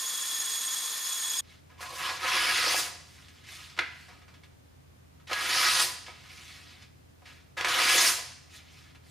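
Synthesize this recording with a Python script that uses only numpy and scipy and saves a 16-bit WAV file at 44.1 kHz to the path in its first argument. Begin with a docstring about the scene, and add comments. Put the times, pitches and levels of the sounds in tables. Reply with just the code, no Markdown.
"""A wet blade rides a grinding belt: grit hisses and the steel sings in a few wavering bands.
Abruptly the scene changes to a workbench in a small humming room, where a knife slices paper in four
cuts, the first two close together; between cuts the sheet is shifted, flicks and buckles.
Grit, fibres and crinkles are random snap trains through filters; singing and hum are narrow resonances
and tones; flicks are noise bursts; scattered echoes place the paper sounds in the room."""
import sys
import numpy as np
from scipy import signal
from scipy.fft import rfft, irfft
from scipy.io import wavfile
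from scipy.ndimage import uniform_filter1d, map_coordinates

SR = 44100
rng = np.random.default_rng(int(sys.argv[2]) if len(sys.argv) > 2 else 0)


def file_out(sig):
    """Save sig as 16-bit WAV at sys.argv[1]."""
    # one column per channel
    cols = np.atleast_2d(sig).T
    # limit, then scale
    lim = np.clip(cols, -1, 1)
    pcm = np.round(lim * 32767).astype(np.int16)
    wavfile.write(sys.argv[1], SR, pcm)


N = 401310
TIME = np.arange(N) / SR  # s
HZ = np.fft.rfftfreq(N, 1 / SR)


def amp(db):
    """Decibels to gain."""
    return 10 ** (np.asarray(db) / 20)


def unit(x):
    """Scales to rms 1."""
    return x / np.sqrt(np.mean(x ** 2) + 1e-20)


def read(points, hz):
    """Interpolates a table on a log-frequency axis."""
    f, value = np.transpose(points)
    return np.interp(np.log(hz + 1), np.log(f + 1), value)


def add(mix, start_s, sound):
    """Adds a sound at a time, cut off at the end of the mix."""
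    part = mix[round(start_s * SR):][:len(sound)]
    part += sound[:len(part)]


def colour(x, db):
    """Minimum-phase filter with gains db over HZ, peak normalised to 0 dB, floor -100 dB."""
    log_gain = np.log(amp(np.maximum(db - db.max(), -100)))
    mirrored = np.r_[log_gain, log_gain[-2:0:-1]]
    phase = -signal.hilbert(mirrored).imag[:len(HZ)]
    return irfft(rfft(x) * np.exp(log_gain + 1j * phase), N)


def drift(rate_hz):
    """Random wander of rms 1: noise low-passed at rate_hz."""
    return unit(irfft(rfft(rng.standard_normal(N)) / (1 + (HZ / rate_hz) ** 2), N))


def grains(per_s, spread_db):
    """Random train of one-sample snaps, a few much larger than the rest."""
    size = amp(spread_db * np.minimum(rng.exponential(1, N), 4))
    sign = rng.choice([-1, 1], N)
    return unit(size * sign * (rng.random(N) < per_s / SR))


def ring(hz, width_hz):
    """Resonance kept ringing by random pushes: narrow-band noise of rms 1."""
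    return unit(irfft(rfft(rng.standard_normal(N)) / (1 + ((HZ - hz) / width_hz) ** 2), N))


# left-right difference: (frequency [Hz], level [dB])
SIDE_WIDTH = [(40, -5.5), (85, -11), (140, -6), (300, 2), (1000, -0.5), (4000, -4.5), (8000, -4.5),
              (13000, -0.5)]


def stereo(mid, side, side_db):
    """Left and right from a common part and an opposed part weighted by frequency."""
    opposed = irfft(rfft(side) * amp(side_db + read(SIDE_WIDTH, HZ)), N)
    return mid + np.array([[1], [-1]]) * opposed


# grit hiss spectrum: (frequency [Hz], relative density [dB per Hz])
GRIT_SPECTRUM = [(24, -58), (40, -31.5), (483, -22), (619, -20.5), (1050, -10.5), (1310, -9.5), (1760, -11),
                 (2980, -11.5), (3460, -4.5), (3720, -5), (5980, -7.5), (6770, -2.5), (7860, -11.5),
                 (8680, -9.5), (15400, -17.5)]
# hand pressure on the blade: (time [s], level [dB])
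HAND_PRESSURE = [(0, -2), (.3, 0.5), (.55, 1), (.65, -2), (.73, 1.5), (1.0, -4.5), (1.1, 2.5), (1.19, 1),
                 (1.38, 2.5)]
# singing bands of the steel, before pressure:
# (frequency [Hz], width [Hz], level [dB], throb depth [dB])
SINGING_BANDS = [(3363, 17, -42.5, 3.5), (5070, 39, -49.5, -3), (6730, 29, -41, 3.5), (8490, 49, -43.5, 2)]
# weaker resonances of blade, wheel and motor, before flutter: (frequency [Hz], width [Hz], level [dB])
WEAK_MODES = [(83.4, 2.1, -81), (288, 46, -69), (483, 28, -67), (1055, 35, -55), (1788, 46, -50.5),
              (3430, 6.6, -51.5), (6600, 61, -48), (9700, 58, -50.5), (9970, 51, -50), (10500, 66, -49.5),
              (11660, 58, -50.5), (13160, 200, -51)]
GRIT_DB, GRIT_PRESSURE_SHARE = -36.5, 0.078
THROB_HZ, SING_SWELL_DB, SING_SWELL_HZ = 16, 2, 12


def grinding():
    """Grit scratches the steel; harder pressure makes its narrow, throbbing bands sing louder."""
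    belt_flutter = amp(0.38 * drift(30) + 0.54 * np.sin(2 * np.pi * 52.5 * TIME))  # belt runs unevenly
    pressure_db = np.interp(TIME, *np.transpose(HAND_PRESSURE))
    hiss = unit(colour(grains(14000, 2.0), read(GRIT_SPECTRUM, HZ)))
    out = hiss * amp(GRIT_DB + GRIT_PRESSURE_SHARE * pressure_db)
    for hz, width_hz, db, throb_db in SINGING_BANDS:
        tone = ring(hz, width_hz)
        envelope = np.sqrt(abs(uniform_filter1d(tone ** 2, size=2000)) + 1e-9)
        steady = tone / envelope  # friction holds the swing steady
        throb = np.sin(2 * np.pi * (THROB_HZ * TIME + 0.33 * drift(1.8)))
        swell_db = SING_SWELL_DB * drift(SING_SWELL_HZ)
        out = out + steady * amp(db + pressure_db + throb_db * throb + swell_db)
    for hz, width_hz, db in WEAK_MODES:
        out = out + amp(db) * ring(hz, width_hz)
    return belt_flutter * out


# air noise spectrum: (frequency [Hz], relative density [dB per Hz])
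AIR_SPECTRUM = [(25, -39), (60, -17.5), (110, -11), (170, -15.5), (230, -21.5), (300, -22.5), (420, -26),
                (800, -30), (2000, -34), (7660, -41), (15400, -46)]
# fan tones: (frequency [Hz], level [dB])
FAN_TONES = [(82.7, -61), (60, -72.5)]
# rumbling resonances: (frequency [Hz], width [Hz], level [dB])
RUMBLE_MODES = [(62.7, 4.6, -77), (129, 30, -66.5), (264, 13.4, -74.5)]
AIR_DB = -61.5


def background():
    """Ventilation fan: filtered air noise, low tones of wandering phase and noise-driven rumble."""
    air = amp(AIR_DB) * unit(colour(rng.standard_normal((2, N)), read(AIR_SPECTRUM, HZ)))
    mid = air[0]
    for hz, db in FAN_TONES:
        mid = mid + amp(db) * np.sqrt(2) * np.sin(2 * np.pi * hz * TIME + 0.49 * drift(1.5))
    for hz, width_hz, db in RUMBLE_MODES:
        mid = mid + amp(db) * ring(hz, width_hz)
    return stereo(mid, air[1], side_db=4.0)


# resonances of sheet and blade above the bench: (frequency [Hz], width [Hz], lift [dB])
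SHEET_MODES = [(369.4, 44, 5.5), (536, 54, 7), (719, 42, 11), (998, 96, 6), (1267, 87, 4), (1500, 190, 0.5),
               (1669, 31, 7), (1986, 53, 8), (2297, 133, 4), (2626, 40, 3.5), (2760, 66, 4),
               (3027, 33, 3.5), (3287, 63, 1.5), (4600, 110, 2), (5100, 91, 3), (5500, 67, 4)]


def sheet_db():
    """Resonant lift over HZ, shared by the paper sounds."""
    return sum(db / (1 + (2 * (HZ - hz) / width_hz) ** 2) for hz, width_hz, db in SHEET_MODES)


def flex(x, depth, patch_db):
    """The sheet bends: its resonances wander and patches of it sound louder for a moment."""
    bend = depth * np.sin(2 * np.pi * (2.7 * TIME + .12 * drift(3.04)))
    read_at = np.cumsum(1 + bend - bend.mean())
    x = map_coordinates(x, [read_at], order=3, mode="wrap")
    z = signal.stft(x, nperseg=256)[2]
    patches = uniform_filter1d(rng.standard_normal(z.shape), size=5, axis=0)
    patches = unit(uniform_filter1d(patches, size=9, axis=1))
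    return signal.istft(z * amp(patch_db * patches), nperseg=256)[1][:N]


STROKE_EDGE_DB, STROKE_FADE_S = -7, 0.031  # edge level relative to peak; fade beyond each edge


def stroke(start_s, peak_s, end_s, db):
    """Gain of one hand movement: speeds up to its peak, then slows down."""
    away = np.interp(TIME, [start_s, peak_s, end_s], [1, 0, 1])
    fade_times_s = [start_s - STROKE_FADE_S, start_s, end_s, end_s + STROKE_FADE_S]
    fade = np.interp(TIME, fade_times_s, [0, 1, 1, 0])
    return amp(db + STROKE_EDGE_DB * away ** 1.67) * fade


# sliding spectrum: (frequency [Hz], relative density [dB per Hz])
SLIDE_SPECTRUM = [(180, -45), (300, -9), (391, -10.5), (508, -21), (707, -6), (876, -12.5), (1020, -5),
                  (1780, 0), (2000, 2), (4620, -1), (10400, -12), (15400, -21.5)]
# sheet slides under the fingers:
# (start [s], fastest [s], end [s], level [dB], treble swish relative to the rub [dB])
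SHEET_SLIDES = [(1.446, 1.53, 1.58, -57, -4), (1.8, 1.82, 1.86, -47.5, 10.5), (1.87, 2.014, 2.23, -43.5, 8),
                (2.98, 3.142, 3.24, -62, 7), (3.138, 3.33, 3.596, -60, -0.5), (3.46, 3.53, 3.75, -49, 3.5),
                (3.84, 3.99, 4.21, -58, 1), (6.142, 6.446, 6.82, -51, -0.5), (7.248, 7.289, 7.42, -58, -1),
                (8.504, 8.563, 8.6, -51, 2.5), (8.602, 8.803, 8.92, -57.5, -1), (9.03, 9.078, 11, -63, 4)]
SWISH_ABOVE_HZ = 6000


def sliding():
    """Paper drags over cloth and skin with small crinkles; treble swish follows hand speed."""
    crinkles = amp(-14) * grains(43, 2.8)
    drag = grains(6000, 2.0) * amp(1.0 * drift(47)) + crinkles
    coloured = colour(drag, read(SLIDE_SPECTRUM, HZ) + .5 * sheet_db())
    rub = unit(flex(coloured, depth=0.022, patch_db=2.0))
    swish = irfft(rfft(rub) * (1 - 1 / (1 + (HZ / SWISH_ABOVE_HZ) ** 6)), N)
    low_rub = rub - swish
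    out = np.zeros(N)
    for start_s, peak_s, end_s, db, swish_db in SHEET_SLIDES:
        speed = stroke(start_s, peak_s, end_s, 0)
        out += amp(db) * speed * (low_rub + amp(swish_db) * speed ** 0.92 * swish)
    return out


# flicks of the sheet and touches of the edge:
# (time [s], relative level [dB], centre [Hz], decay time constant [s])
SHEET_FLICKS = [(1.693, -54.5, 1460, 0.074), (1.804, -37.5, 1170, 0.043), (1.829, -32.5, 1070, 0.0051),
                (1.86, -37.5, 980, 0.0087), (1.898, -48, 610, 0.11), (2.089, -32, 1120, 0.031),
                (2.244, -31, 770, 0.016), (2.666, -33.5, 600, 0.027), (2.743, -23.5, 830, 0.0062),
                (3.284, -42, 2800, 0.0034), (3.766, -42, 2223, .008), (3.776, -33.5, 1170, 0.0082),
                (4.081, -49, 1290, 0.056), (4.215, -52, 1690, 0.025), (4.279, -50.5, 1800, 0.031),
                (4.338, -50.5, 2140, 0.025), (4.434, -49, 2190, 0.018), (5.198, -55, 1300, 0.013),
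                (5.269, -42.5, 2690, 0.053), (5.294, -34.5, 1510, 0.028), (5.311, -26, 1190, 0.015),
                (5.33, -19.5, 2830, 0.0063), (6.06, -42.5, 2420, 0.047), (6.078, -44.5, 930, 0.037),
                (6.82, -47, 2980, 0.025), (7.22, -53, 730, .008), (7.252, -47, 2080, 0.068),
                (7.567, -29.5, 1640, 0.094), (7.61, -20.5, 1960, 0.0037), (7.646, -17.5, 1600, 0.01),
                (7.663, -28.5, 900, 0.0078), (7.683, -27, 4500, .02), (8.183, -44, 600, 0.012),
                (8.947, -48.5, 2005, 0.017)]
FLICK_RISE_SHARE = 0.099  # of the decay time constant


def flicking():
    """Each flick is a decaying noise burst around its own pitch, through the sheet resonances."""
    out, t = np.zeros(N), np.arange(SR // 4) / SR
    hz = np.fft.rfftfreq(len(t), 1 / SR) + 1
    for start_s, db, centre_hz, decay_s in SHEET_FLICKS:
        band = 1 / np.sqrt(1 + 1.2 * (hz / centre_hz - centre_hz / hz) ** 2)
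        band = band / np.sqrt(1 + (hz / 7000) ** 4)
        crackle = unit(irfft(rfft(rng.standard_normal(len(t))) * band, len(t)))
        envelope = np.minimum(t / (FLICK_RISE_SHARE * decay_s), 1) * np.exp(-t / decay_s)
        add(out, start_s, amp(db) * crackle * envelope)
    return amp(8.0) * colour(out, 1.12 * sheet_db())


# fibre snap spectrum: (frequency [Hz], relative density [dB per Hz])
FIBRE_SPECTRUM = [(88, -52), (150, -23), (209, -19.5), (373, -12.5), (605, -14.5), (707, -10), (842, -10),
                  (964, -6.5), (1170, -2.5), (1970, 0), (2130, -2), (4810, -1), (7820, -19.5), (9860, -18),
                  (15400, -31.5)]
# flutter of the sheet, body, rip of the fibres, fizz of the edge:
# (relative level [dB], gain along the cut [dB], gain as the edge leaves the rim [dB], release [dB/s])
BAND_SHAPES = [(-15.5, -3.5, 4, 129), (-1.5, -2, -1, 159), (-12, 10.5, -5.5, 146), (-11, 6, 6, 182)]
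# edge strokes: (bite [s], full speed [s], end [s], relative level at full speed [dB],
# drop at the bite [dB], drop at the end [dB], rip offset [dB], fizz offset [dB], exit length [s])
EDGE_CUTS = [(1.97, 2.037, 2.119, -32, 9, 5, -4.5, -15, .01),
             (2.217, 2.349, 2.798, -27, 6, 3, -1.5, -3, .16),
             (5.308, 5.603, 5.819, -25.5, 12.5, 3, 0.5, -1, 0.041),
             (7.664, 7.9, 8.089, -23.5, 8, 3.5, 0, -0.5, 0.19)]
# edge scrapes: (start [s], strongest [s], end [s], level [dB])
EDGE_SCRAPES = [(1.8, 1.87, 1.95, -46), (1.982, 2.088, 2.15, -40.5), (2.264, 2.33, 2.39, -38)]
BITE_RAMP_S = 0.057
RASP_HZ, RASP_WIDTH_HZ, RASP_LIFT_DB = 5000, 7200, 0.99
SCRAPE_HZ, SCRAPE_WIDTH_HZ = 1060, 72


def slicing():
    """The edge scrapes the taut sheet and snaps fibres by the thousand, in four shaped bands."""
    snaps = grains(9000, 1.87) * amp(0.56 * drift(69) + 0.32 * drift(6))
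    rasp_db = RASP_LIFT_DB / (1 + (2 * (HZ - RASP_HZ) / RASP_WIDTH_HZ) ** 2)
    shape_db = read(FIBRE_SPECTRUM, HZ) + sheet_db() + rasp_db
    spectrum = rfft(flex(colour(snaps, shape_db), depth=0.01193, patch_db=2.0))
    # broad sheet gives the low part, torn fibres the middle, the edge itself the top
    below = [1 / (1 + (HZ / hz) ** 10) for hz in (900, 3400, 6500)]
    masks = np.diff([0 * HZ, *below, 1 + 0 * HZ], axis=0)
    bands = [unit(irfft(spectrum * mask, N)) for mask in masks]
    out = np.zeros(N)
    for bite_s, full_s, end_s, db, bite_drop_db, end_drop_db, rip_db, fizz_db, exit_s in EDGE_CUTS:
        speed_db = np.interp(TIME, [bite_s, full_s, end_s], [db - bite_drop_db, db, db - end_drop_db])
        speed = np.clip((TIME - bite_s) / BITE_RAMP_S + .5, 0, 1) * amp(speed_db)
        along = np.interp(TIME, [bite_s, end_s], [0, 1])
        leaving = np.interp(TIME, [end_s - exit_s, end_s], [0, 1])
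        after_s = np.clip(TIME - end_s, 0, 1)
        offsets_db = (0, 0, rip_db, fizz_db)
        for band, offset_db, row in zip(bands, offsets_db, BAND_SHAPES):
            band_db, along_db, exit_db, release_db_per_s = row
            gain_db = band_db + offset_db + along_db * along + exit_db * leaving
            out += band * speed * amp(gain_db - release_db_per_s * after_s)
    scrape_gain = sum(stroke(*row) for row in EDGE_SCRAPES)
    return out + ring(SCRAPE_HZ, SCRAPE_WIDTH_HZ) * scrape_gain


# buckle spectrum: (frequency [Hz], relative density [dB per Hz])
BUCKLE_SPECTRUM = [(100, -53), (150, -28), (380, -12), (545, -19.5), (714, -15.5), (1380, -8.5), (1620, 1),
                   (1800, -8.5), (2060, -1), (3030, -13), (4290, -14.5), (7000, -30), (10500, -37),
                   (15000, -49)]
# quick run of snaps: (time [s], peak level [dB])
BUCKLE_SNAPS = [(3.7892, -18.5), (3.7897, -27), (3.7913, -9.5), (3.7927, -17), (3.7942, -13)]


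def buckling():
    """The bent sheet pops through in a run of filtered impulses within 5 ms, then shivers."""
    shape_db, t = read(BUCKLE_SPECTRUM, HZ), np.arange(SR // 5) / SR
    snap = colour(signal.unit_impulse(N), shape_db)[:len(t)]
    out = np.zeros(N)
    for start_s, db in BUCKLE_SNAPS:
        add(out, start_s, amp(db) * snap / abs(snap).max())
    shiver = unit(colour(grains(4000, 1.8), shape_db + .4 * sheet_db()))[:len(t)]
    add(out, BUCKLE_SNAPS[0][0], amp(-32) * shiver * np.exp(-t / 0.047))
    return out


# reverberation of the room: (frequency [Hz], time to fall 60 dB [s])
REVERB_T60 = [(150, 0.33), (500, 0.7), (2000, 0.69), (5000, 0.76), (9000, 0.61), (15000, 0.23)]


def room(x, wet_db, side_db):
    """Scattered reflections from bench and walls, decaying at a rate set by frequency."""
    taps = rng.standard_normal((2, SR)) * (rng.random((2, SR)) < 4000 / SR)
    hz, t, z = signal.stft(taps, SR, nperseg=256)
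    decay = amp(-60 * t / read(REVERB_T60, hz)[:, None])
    tail = signal.istft(z * decay, SR, nperseg=256)[1][:, :SR]
    t = np.arange(SR) / SR
    tail = tail * (t > .002) * (1 + 3.4 * np.exp(-t / 0.011))  # near surfaces answer first and loudest
    tail = tail / np.linalg.norm(tail, axis=1, keepdims=True)
    mid, side = signal.fftconvolve(x[None], tail, axes=1)[:, :N]
    return stereo(x + amp(wet_db) * mid, side, side_db)


GRIND_END_S, CHANGE_S = 1.407, 0.0055


def scene():
    """First the grinder, then the bench, joined by a very short crossfade."""
    grinder = stereo(grinding(), grinding(), side_db=-7.0)
    paper = slicing() + sliding() + flicking() + buckling()
    balance = amp([[-.3], [.3]])  # left, right dB
    bench = room(paper, wet_db=-5.0, side_db=-8.0) * balance + background()
    changed = np.clip((TIME - GRIND_END_S) / CHANGE_S + .5, 0, 1)
    return grinder * (1 - changed) + bench * changed


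NOTCH_HZ, NOTCH_HALF_WIDTH_HZ, BAND_LIMIT_HZ = 7860, 55, 15450


def record(dry):
    """Narrow treble notch, then a linear-phase low-pass."""
    notch = 1 - .95 / (1 + ((HZ - NOTCH_HZ) / NOTCH_HALF_WIDTH_HZ) ** 4)
    notched = irfft(rfft(dry) * notch, N)
    low_pass = signal.firwin(511, BAND_LIMIT_HZ, window=("kaiser", 9), fs=SR)
    return signal.oaconvolve(notched, low_pass[None], "same")


dry = scene()
out = record(dry)
file_out(out)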